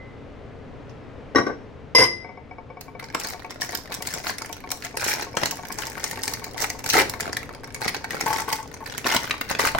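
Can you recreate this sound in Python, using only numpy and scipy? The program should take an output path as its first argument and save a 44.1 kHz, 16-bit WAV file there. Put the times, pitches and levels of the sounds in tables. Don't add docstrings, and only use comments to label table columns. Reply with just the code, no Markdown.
import sys
import numpy as np
from scipy import signal
from scipy.fft import rfft, irfft, next_fast_len
from scipy.io import wavfile
from scipy.ndimage import uniform_filter1d, minimum_filter1d

SR = 44100
rng = np.random.default_rng(int(sys.argv[2]) if len(sys.argv) > 2 else 0)


def transcribe(u):
    v = np.clip(np.atleast_2d(u).T, -1, 1)
    q = np.round(v * 32767).astype(np.int16)
    wavfile.write(sys.argv[1], SR, q)


N = 431738

# (pitch [Hz], ring time [s], level on hitting the counter [dB], level on hitting the bowl [dB])
LID_TONES = [(473, 0.19, -2.5, -5), (1017, 0.048, -13, 5.5), (1131, 0.23, 1.5, -29), (1900, 0.083, 6, -24),
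             (2049, 0.64, -13, 3), (2296, 0.32, -15, -14.5), (3900, 0.3, -15.5, -24), (5010, 0.23, -48, -7),
             (5026, 0.24, -48, 1.5), (5085, 0.42, -37, -11.5), (5550, 0.067, 2.5, -7),
             (5610, 0.58, -19.5, -22.5), (8820, 0.22, -45, -10.5), (9240, 0.28, -30, -23),
             (11640, 0.12, -30, -23), (13200, 0.15, -44.5, -23)]
# (time [s], thud [dB], clash [dB], ring from counter [dB], ring from bowl [dB])
LID_HITS = [(0.892, -62, -53, -60, -70), (1.348, -20.5, -40, -36, -62), (1.357, -13.5, -30, -16, -60),
            (1.382, -14.5, -33.5, -28, -60), (1.464, -19.5, -44.5, -35.5, -63),
            (1.496, -26, -57, -44.5, -71), (1.9485, -16, -16.5, -27.5, -10), (1.984, -15, -20, -32.5, -18),
            (2.003, -17, -26, -34, -16.5), (2.016, -21.5, -28, -27, -14.5), (2.033, -31, -25, -36, -18.5),
            (2.046, -33, -33, -40, -27.5)]
# (frequency [Hz], level [dB])
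THUD_COLOUR = [(70, -24.5), (110, 0.5), (179, -9.5), (290, 4), (443, 4.5), (836, -6), (1150, -2.5),
               (1320, -18), (1510, 1), (1730, -13), (1890, -22), (2100, -11), (2600, -35.5), (5720, -120)]
# (frequency [Hz], level [dB])
CLASH_COLOUR = [(2000, -4), (2900, 10.5), (3600, 1), (5200, 8.5), (6300, 6.5), (8000, -12), (9200, -10.5),
                (16000, -28.5)]
UNEVEN_TIPS = [2.244, 2.289, 2.372, 2.51, 2.582, 2.7, 2.769, 2.88, 2.949, 3.024, 3.138, 3.25, 3.341, 3.444,
               3.631, 3.73, 3.906, 4.003, 4.16, 4.26, 4.41, 4.495, 4.638, 4.72, 4.855, 4.94, 5.266, 5.34,
               5.52, 5.587, 5.631, 5.698, 5.801, 5.866, 5.97, 6.04, 6.127]
# (pitch [Hz], ring time [s], level at first [dB], level near rest [dB])
ROCKING_TONES = [(518, 0.065, -5, -2.5), (721.5, 0.11, -0.5, -3.5), (903, 0.14, -5, 1.5),
                 (1104, 0.075, -3, 3.5), (2274, 0.06, -0.5, -5), (5140, 0.027, -11, -22)]
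# (time [s], crisp tick [dB], fuller body [dB])
LOUD_SNAPS = [(2.811, -31.5, -39), (2.997, -39.5, -31), (3.042, -36.5, -35.5), (3.148, -23.5, -27.5),
              (3.198, -27.5, -45), (3.246, -30, -28), (3.507, -32, -33), (3.618, -21, -22.5),
              (3.751, -19, -30), (4.024, -23.5, -31), (4.072, -22, -32), (4.139, -22.5, -32.5),
              (4.269, -27, -22.5), (4.296, -27, -22.5), (4.384, -28, -31), (4.42, -29, -30.5),
              (4.46, -35, -36), (4.528, -26, -37.5), (4.705, -30, -36), (4.717, -16.5, -28),
              (4.848, -29, -30), (4.972, -22, -25), (5.009, -25.5, -43), (5.043, -16, -33),
              (5.223, -30, -28.5), (5.37, -22, -22.5), (5.434, -23, -20.5), (5.458, -17, -24),
              (5.511, -18.5, -33), (5.653, -41, -32.5), (5.724, -26, -43), (5.787, -24, -28),
              (5.979, -40, -28.5), (6.041, -18.5, -31), (6.112, -24, -28.5), (6.174, -40, -31),
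              (6.235, -18, -33), (6.279, -21, -24), (6.337, -20, -32), (6.443, -26, -33.5),
              (6.622, -18, -29), (6.643, -29, -19), (6.701, -21, -27), (6.792, -33, -35),
              (6.842, -28.5, -32.5), (6.862, -23.5, -24.5), (6.891, -20, -27), (6.9, -8, -24),
              (6.934, -13.5, -23), (7.097, -20.5, -31.5), (7.138, -35, -26.5), (7.207, -21.5, -24.5),
              (7.33, -26, -25.5), (7.369, -26.5, -19.5), (7.43, -54, -31.5), (7.643, -37, -36.5),
              (7.746, -28.5, -32), (7.88, -21.5, -20), (7.946, -27, -23), (7.966, -31, -28.5),
              (8.044, -34, -24.5), (8.107, -31.5, -25.5), (8.21, -22.5, -21.5), (8.329, -34, -24),
              (8.528, -16.5, -24.5), (8.741, -34.5, -36.5), (8.98, -23, -28.5), (9.067, -24, -19.5),
              (9.148, -18.5, -26), (9.166, -16.5, -25), (9.412, -24, -28.5), (9.513, -25.5, -24),
              (9.673, -26.5, -25), (9.785, -31, -16.5)]
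# (frequency [Hz], level [dB])
TICK_COLOUR = [(1530, -50.5), (2600, -0.5), (3370, -3.5), (4170, 1.5), (5520, 5), (7480, -2.5),
               (10900, -13), (14600, -18), (16000, -12.5)]
# (frequency [Hz], level [dB])
FLAP_COLOUR = [(35, -21), (100, -2.5), (250, -2), (400, -1), (620, -4), (820, 1), (1150, -8), (1500, -1.5),
               (2200, -0.5), (2800, -12), (3600, -18.5)]
# (start [s], length [s], crisp tick [dB], fuller body [dB])
BAG_MOVES = [ (3.192, .14, -33, -36.5), (3.609, .16, -34, -37.5), (3.92, .025, -30, -32),
             (4.05, .14, -33, -36), (4.239, .07, -29, -29.5), (4.822, .04, -33, -33.5),
             (4.971, .26, -34, -30.5), (5.065, .07, -22.5, -24), (5.371, .1, -31, -26.5),
             (5.5, 1.1, -44, -41.5), (5.78, .11, -32, -33.5), (6, .13, -35, -38), (6.245, .08, -32, -40),
             (6.58, .07, -26, -29), (6.858, .07, -31, -39), (6.937, .075, -19, -15.5),
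             (7.2, .09, -39, -29.5), (7.81, .08, -33, -27.5), (8.105, .15, -36, -29),
             (8.259, .16, -28.5, -30), (8.478, .08, -31, -34.5), (8.85, .16, -41, -35),
             (9.057, .11, -27, -23.5), (9.2, .15, -37, -35), (9.49, .03, -31, -23), (9.59, .1, -23, -21)]
# (time [s], level [dB], pitch [Hz])
SWEET_CLACKS = [(3.148, -18, 930), (5.371, -19.5, 696), (5.434, -21.5, 1100), (5.594, -34, 700),
                (6.623, -30, 696), (8.528, -24, 1130), (9.044, -28, 2200), (9.06, -22.5, 1200),
                (9.102, -22.5, 1470), (9.123, -23.5, 1400), (9.147, -20.5, 990), (9.164, -18, 2870),
                (9.241, -26.5, 1450), (9.309, -17, 2490), (9.34, -28, 1290), (9.412, -21.5, 1580),
                (9.55, -24, 1540), (9.594, -14.5, 1180), (9.65, -17, 1287), (9.749, -15, 706)]
# (frequency [Hz], level [dB])
CLACK_COLOUR = [(60, -18), (250, -3.5), (900, 2), (2200, -2), (4200, -7), (7000, -15.5), (14000, -32)]
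# (time [s], level [dB])
SWEET_DROPS = [(8.261, -15), (8.272, -23.5), (8.303, -17.5), (8.335, -26), (8.4, -25.5), (8.479, -21),
               (8.527, -25.5), (8.585, -27), (8.805, -32.5), (9.058, -22), (9.123, -25), (9.164, -25),
               (9.594, -24), (9.649, -22.5), (9.748, -25.5)]
# (pitch [Hz], ring time [s], level [dB])
BOWL_TONES = [(461, 0.12, -17), (674, 0.074, -12), (897, 0.08, 7), (1004, 0.046, -11), (1099, 0.084, 0.5),
              (1518, 0.13, -9)]
# (frequency [Hz], ring time [s])
ECHO_TIMES = [(150, 0.64), (1000, 0.29), (5000, 0.34), (15000, 0.28)]
# (frequency [Hz], level [dB])
WALL_COLOUR = [(2000, 0), (5000, 0), (9000, -2), (14000, -5)]
# (frequency [Hz], level [dB])
RUMBLE_COLOUR = [(25, -4), (119, 3), (192, -5.5), (286, 1), (335, -10), (436, -1), (722, -12),
                 (1230, -16.5), (2300, -22.5), (6330, -41.5), (14000, -65.5)]
# (time [s], level [dB])
RUMBLE_LEVELS = [(0, -41), (1.3, -40), (2.4, -44.5), (4.5, -44), (7.2, -40.5), (8, -43)]

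ROCK_END_S = 8.2


def lid_clinks(clash_gain_db=3, bounce_loss_db=4, bounce_s=.008, bounces=3):
    out, t = np.zeros((2, N)), np.arange(SR) / SR
    hz, t60, counter_db, bowl_db = np.transpose(LID_TONES)
    waits = np.diff([hit[0] for hit in LID_HITS], append=N / SR)
    for (s, thud_db, clash_db, on_counter_db, on_bowl_db), wait in zip(LID_HITS, waits):
        tones_db = 20 * np.log10(np.hypot(amp(counter_db + on_counter_db), amp(bowl_db + on_bowl_db)))
        choke = np.exp(-np.maximum(t - wait, 0) / 0.00097)
        add(out, s, choke * ring(hz, t60, tones_db, vary_db=1.2, spread=1.1, attack_s=0.0019))
        add(out, s, amp(thud_db) * panned(burst(THUD_COLOUR, t60=0.12, alike=0.75), left_db=4))
        for k, delay in enumerate(bounce_s * (np.arange(bounces) + .5 * rng.random(bounces))):
            clash = burst(CLASH_COLOUR, t60=0.033, alike=0.16)
            add(out, s + delay, amp(clash_db + clash_gain_db - k * bounce_loss_db) * clash)
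    add(out, 0, ring([2044], [.75], [-43], vary_db=0, spread=1, attack_s=0.0005))
    return out


def lid_rocking(db=-34.5, uneven_db=2, fade_db=9.5):
    out = np.zeros((2, N))
    hz, t60, early_db, late_db = np.transpose(ROCKING_TONES)
    for s in tip_times():
        settled = np.interp(s, [UNEVEN_TIPS[0], ROCK_END_S], [0, 1])
        tones_db = early_db + settled * (late_db - early_db)
        lost_db = np.interp(s, [UNEVEN_TIPS[-1], ROCK_END_S], [0, fade_db])
        tip_db = db - lost_db + uneven_db * rng.uniform(-0.89, 1)
        detuned = hz * (1 + 0.0094 * rng.standard_normal(len(hz)))
        add(out, s, amp(tip_db) * ring(detuned, t60, tones_db, vary_db=2, spread=1, attack_s=0.0026))
        add(out, s, amp(tip_db - 6) * burst(THUD_COLOUR, t60=0.06, alike=0.93))
    return panned(out, left_db=4.5)


def tip_times(first_swing_s=.147, last_swing_s=.12, back_share=0.33):
    t = np.arange(UNEVEN_TIPS[-1], ROCK_END_S, 1 / SR)
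    swings_done = np.cumsum(1 / np.linspace(first_swing_s, last_swing_s, len(t))) / SR
    tips = np.arange(swings_done[-1] - 1)[:, None] + [back_share, 1]
    return np.concatenate([UNEVEN_TIPS, np.interp(tips.ravel(), swings_done, t)])


def bag_snaps(stage_s=.003, lead_db=-13, follow_db=-9, facet_hz=1700):
    s, crisp_db, body_db = np.transpose(LOUD_SNAPS)
    out = np.zeros((2, N))
    for step, db in [(-1, lead_db), (0, 0), (1, follow_db)]:
        when = s + step * stage_s * (.5 + rng.random(len(s)))
        pitches = facet_hz * np.exp(0.19 * rng.standard_normal(len(s)))
        out += crackle(when, crisp_db - 1.5 + db, body_db - 0.9 + db, pitches, scatter_octaves=0.31)
    return out


def bag_crinkling(count=1100, held_from_s=3, base_hz=1276, octaves_per_db=0.012):
    t = np.arange(round(held_from_s * SR), N, 64) / SR
    crisp_db, body_db = hand_effort(t)
    pace = amp(.65 * crisp_db)
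    shares = (np.arange(count) + rng.random(count)) / count
    s = np.interp(shares, np.cumsum(pace) / pace.sum(), t)
    size_db = 6 * np.clip(rng.standard_normal(count), -2, 1.5)
    size_db -= 10 * np.log10(np.interp(s, t, pace) / pace.mean())
    facet_hz = base_hz * np.exp(0.64 * np.clip(rng.standard_normal(count), -2, 1))
    facet_hz *= 2 ** (octaves_per_db * np.interp(s, t, crisp_db - crisp_db.mean()))
    stiff_db = 5.5 * rng.uniform(-1.14, 1, count)
    tick_db = np.interp(s, t, crisp_db) + size_db + stiff_db - 6.5
    flap_db = np.interp(s, t, body_db) + size_db - stiff_db - 7
    return crackle(s, tick_db, flap_db, facet_hz, scatter_octaves=0.74)


def hand_effort(t, rise_s=.005, fall_s=.012, held_crisp_db=-50, held_body_db=-44):
    start, length, crisp_db, body_db = np.transpose(BAG_MOVES)[:, :, None]
    shape = np.exp(np.minimum(t - start, 0) / rise_s - np.maximum(t - start - length, 0) / fall_s)
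    return [10 * np.log10(np.sum((amp(db) * shape) ** 2, axis=0) + amp(held_db) ** 2)
            for db, held_db in [(crisp_db, held_crisp_db), (body_db, held_body_db)]]


def crackle(s, crisp_db, body_db, facet_hz, scatter_octaves, base_tick_hz=7570, octaves_per_db=0.3):
    out = np.zeros((2, N))
    octaves = octaves_per_db * (crisp_db - body_db) + scatter_octaves * rng.standard_normal(len(s))
    tick_hz = base_tick_hz * 2 ** np.clip(octaves, -1, 1)
    ticks = clicks(tick_hz, TICK_COLOUR, centre_hz=7000, brighten=.9, decay_s=.0006,
                   flutter=.15, sharpness=2.6, alike=.05, ripple_taps=30)
    flaps = clicks(facet_hz, FLAP_COLOUR, centre_hz=1300, brighten=.6, decay_s=.0013,
                   flutter=.033, sharpness=.96, alike=.49, ripple_taps=70)
    ticks *= amp(crisp_db)[:, None, None]
    flaps *= amp(body_db)[:, None, None]
    for when, sound in zip(s, ticks + panned(flaps, left_db=1.5)):
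        add(out, when, sound)
    return out


def clicks(pitch_hz, colour, centre_hz, brighten, decay_s, flutter, sharpness, alike, ripple_taps):
    size, ripple_db = 512, 4
    t, hz = np.arange(size) / SR, np.fft.rfftfreq(size, 1 / SR)
    count, pitch_hz = len(pitch_hz), pitch_hz[:, None, None]
    stretch, side = np.clip(rng.standard_normal((2, count, 1, 1)), -1.5, 1.5)
    age = t / (decay_s * np.exp(0.54 * stretch))
    kick = pair((count, size), alike) * (np.exp(-age) + flutter * np.exp(-age / 5))
    width = pitch_hz / sharpness
    resonance = 1j * hz * width / (pitch_hz ** 2 - hz ** 2 + 1j * hz * width)
    tilt = (hz / centre_hz + .1) ** (brighten * np.log(pitch_hz / centre_hz))
    bumps = rfft(rng.standard_normal((count, 1, ripple_taps)), size)
    ripple = amp(ripple_db * bumps / np.sqrt(ripple_taps / 2))
    click = coloured(irfft(rfft(kick) * tilt * ripple * (.5 + resonance)), colour)
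    placed = click * amp(1.6 * side * [[1], [-1]])
    return normed(placed) * np.sqrt(SR / 250)


def sweets_clacking(slump_s=6.96, slump_length_s=.062, slump_db=-25.5, slump_hz=420, count=18):
    out = np.zeros((2, N))
    rattle_s, rattle_loss_db = 0.00199, 6.5
    heap = [(slump_s + slump_length_s * (k + rng.random()) / count, slump_db, slump_hz)
            for k in range(count)]
    s, db, hz = np.transpose(list(SWEET_CLACKS) + heap)
    for k in range(2):
        knocks = clicks(hz, CLACK_COLOUR, centre_hz=1500, brighten=.8, decay_s=.0014,
                        flutter=.06, sharpness=2.5, alike=.65, ripple_taps=70)
        for when, level_db, knock in zip(s, db, knocks):
            delay = k * rattle_s * (.5 + rng.random())
            add(out, when + delay, amp(level_db - k * rattle_loss_db) * knock)
    return panned(out, left_db=3)


def sweets_landing(knocks=3, topple_s=.016, topple_loss_db=5):
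    out = np.zeros((2, N))
    hz, t60, tones_db = np.transpose(BOWL_TONES)
    for s, db in SWEET_DROPS:
        for k in range(knocks):
            when = s + k * topple_s * (.5 + rng.random())
            level_db = db - k * topple_loss_db
            detuned = hz * (1 + 0.019 * rng.standard_normal(len(hz)))
            glass = ring(detuned, t60, tones_db, vary_db=4, spread=0.72, attack_s=0.0029)
            add(out, when, amp(level_db - 6) * glass)
            add(out, when, amp(level_db - 8) * burst(FLAP_COLOUR, t60=0.048, alike=0.28))
    return panned(out, left_db=5)


def room_echo(x, near_db, tail_db, patterns):
    out = np.zeros((2, N))
    for part in np.array_split(np.arange(N), patterns):
        hz, t, noise = signal.stft(rng.standard_normal((2, SR // 2)), SR, nperseg=256)
        tail_fade = amp(-60 * t / along(ECHO_TIMES, hz)[:, None])
        tail = normed(signal.istft(noise * tail_fade, SR, nperseg=256)[1])
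        near_fade = np.exp(-np.arange(tail.shape[1]) / SR / 0.0038)
        near = normed(rng.standard_normal(tail.shape) * near_fade)
        echo = amp(near_db) * near + amp(tail_db) * tail
        add(out, part[0] / SR + .002, signal.fftconvolve(x[:, part], echo, axes=1))
    return out


def room_rumble():
    air = normed(coloured(pair((N,), alike=0.68), RUMBLE_COLOUR)) * np.sqrt(N)
    level_db = np.interp(np.arange(N) / SR, *np.transpose(RUMBLE_LEVELS))
    return panned(air, left_db=2.5) * amp(level_db)


def ring(hz, t60, db, vary_db, spread, attack_s):
    t = np.arange(SR) / SR
    out = np.zeros((2, SR))
    for f, life, level in zip(hz, t60, db + vary_db * rng.standard_normal(len(hz))):
        age = t[t < 1.3 * life]
        phase = rng.uniform(0, 2 * np.pi) + np.array([[.5], [-.5]]) * spread * min(f / 2000, 1)
        out[:, :len(age)] += amp(level - 60 * age / life) * np.sin(2 * np.pi * f * age + phase)
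    return out * (1 - np.exp(-(t / attack_s) ** 2))


def burst(colour, t60, alike):
    t = np.arange(SR // 2) / SR
    fade = amp(-60 * t / t60)
    return normed(coloured(pair(t.shape, alike) * fade, colour)) * np.linalg.norm(fade)


def coloured(x, colour):
    n = next_fast_len(x.shape[-1] * 17 // 16, True)
    gain = amp(along(colour, np.fft.rfftfreq(n, 1 / SR)))
    cepstrum = irfft(np.log(gain + 1e-6), n)
    cepstrum[1:n // 2] *= 2
    cepstrum[n // 2 + 1:] = 0
    return irfft(rfft(x, n) * np.exp(rfft(cepstrum)), n)[..., :x.shape[-1]]


def narrowed(x, mono_hz):
    mid, side = (x[0] + x[1]) / 2, (x[0] - x[1]) / 2
    side = signal.sosfilt(signal.butter(1, mono_hz, "high", fs=SR, output="sos"), side)
    return np.array([mid + side, mid - side])


def pair(shape, alike):
    a, b = rng.standard_normal((2, *shape))
    turn = np.arccos(np.clip(alike, -1, 1)) / 2
    shared, apart = np.cos(turn) * a, np.sin(turn) * b
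    return np.stack([shared + apart, shared - apart], axis=-2)


def panned(x, left_db):
    return x * amp([[left_db / 2], [-left_db / 2]])


def add(track, s, sound):
    part = track[:, max(0, round(s * SR)):][:, :sound.shape[1]]
    part += sound[:, :part.shape[1]]


def normed(x):
    return x / np.sqrt(np.sum(x ** 2, axis=(-2, -1), keepdims=True) / 2 + 1e-20)


def along(points, hz):
    frequencies, values = np.transpose(points)
    return np.interp(np.log(hz + 1), np.log(frequencies), values)


def amp(db):
    return 10 ** (np.asarray(db) / 20)


def scene():
    clinks, air = lid_clinks(), room_rumble()
    bag = bag_snaps() + bag_crinkling() + sweets_clacking()
    clink_echo = room_echo(clinks, near_db=-7, tail_db=-7, patterns=6)
    bag_echo = coloured(room_echo(bag, near_db=-5, tail_db=-6, patterns=18), WALL_COLOUR)
    knocks = sweets_landing() + lid_rocking()
    knock_echo = room_echo(knocks, near_db=-12, tail_db=-10, patterns=12)
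    echoes = narrowed(clink_echo + knock_echo + bag_echo, mono_hz=513)
    return clinks + knocks + bag + echoes + air


def record(dry, ceiling=.85, top_hz=16100):
    needed_gain = np.minimum(1, ceiling / (np.abs(dry).max(axis=0) + 1e-9))
    limited = dry * uniform_filter1d(minimum_filter1d(needed_gain, size=300), size=150)
    n = next_fast_len(N + SR // 2)
    edge = np.clip((np.fft.rfftfreq(n, 1 / SR) - top_hz) / 800 + .5, 0, 1)
    return irfft(rfft(limited, n) * np.cos(np.pi / 2 * edge) ** 2, n)[:, :N]


dry = scene()
out = record(dry)
transcribe(out)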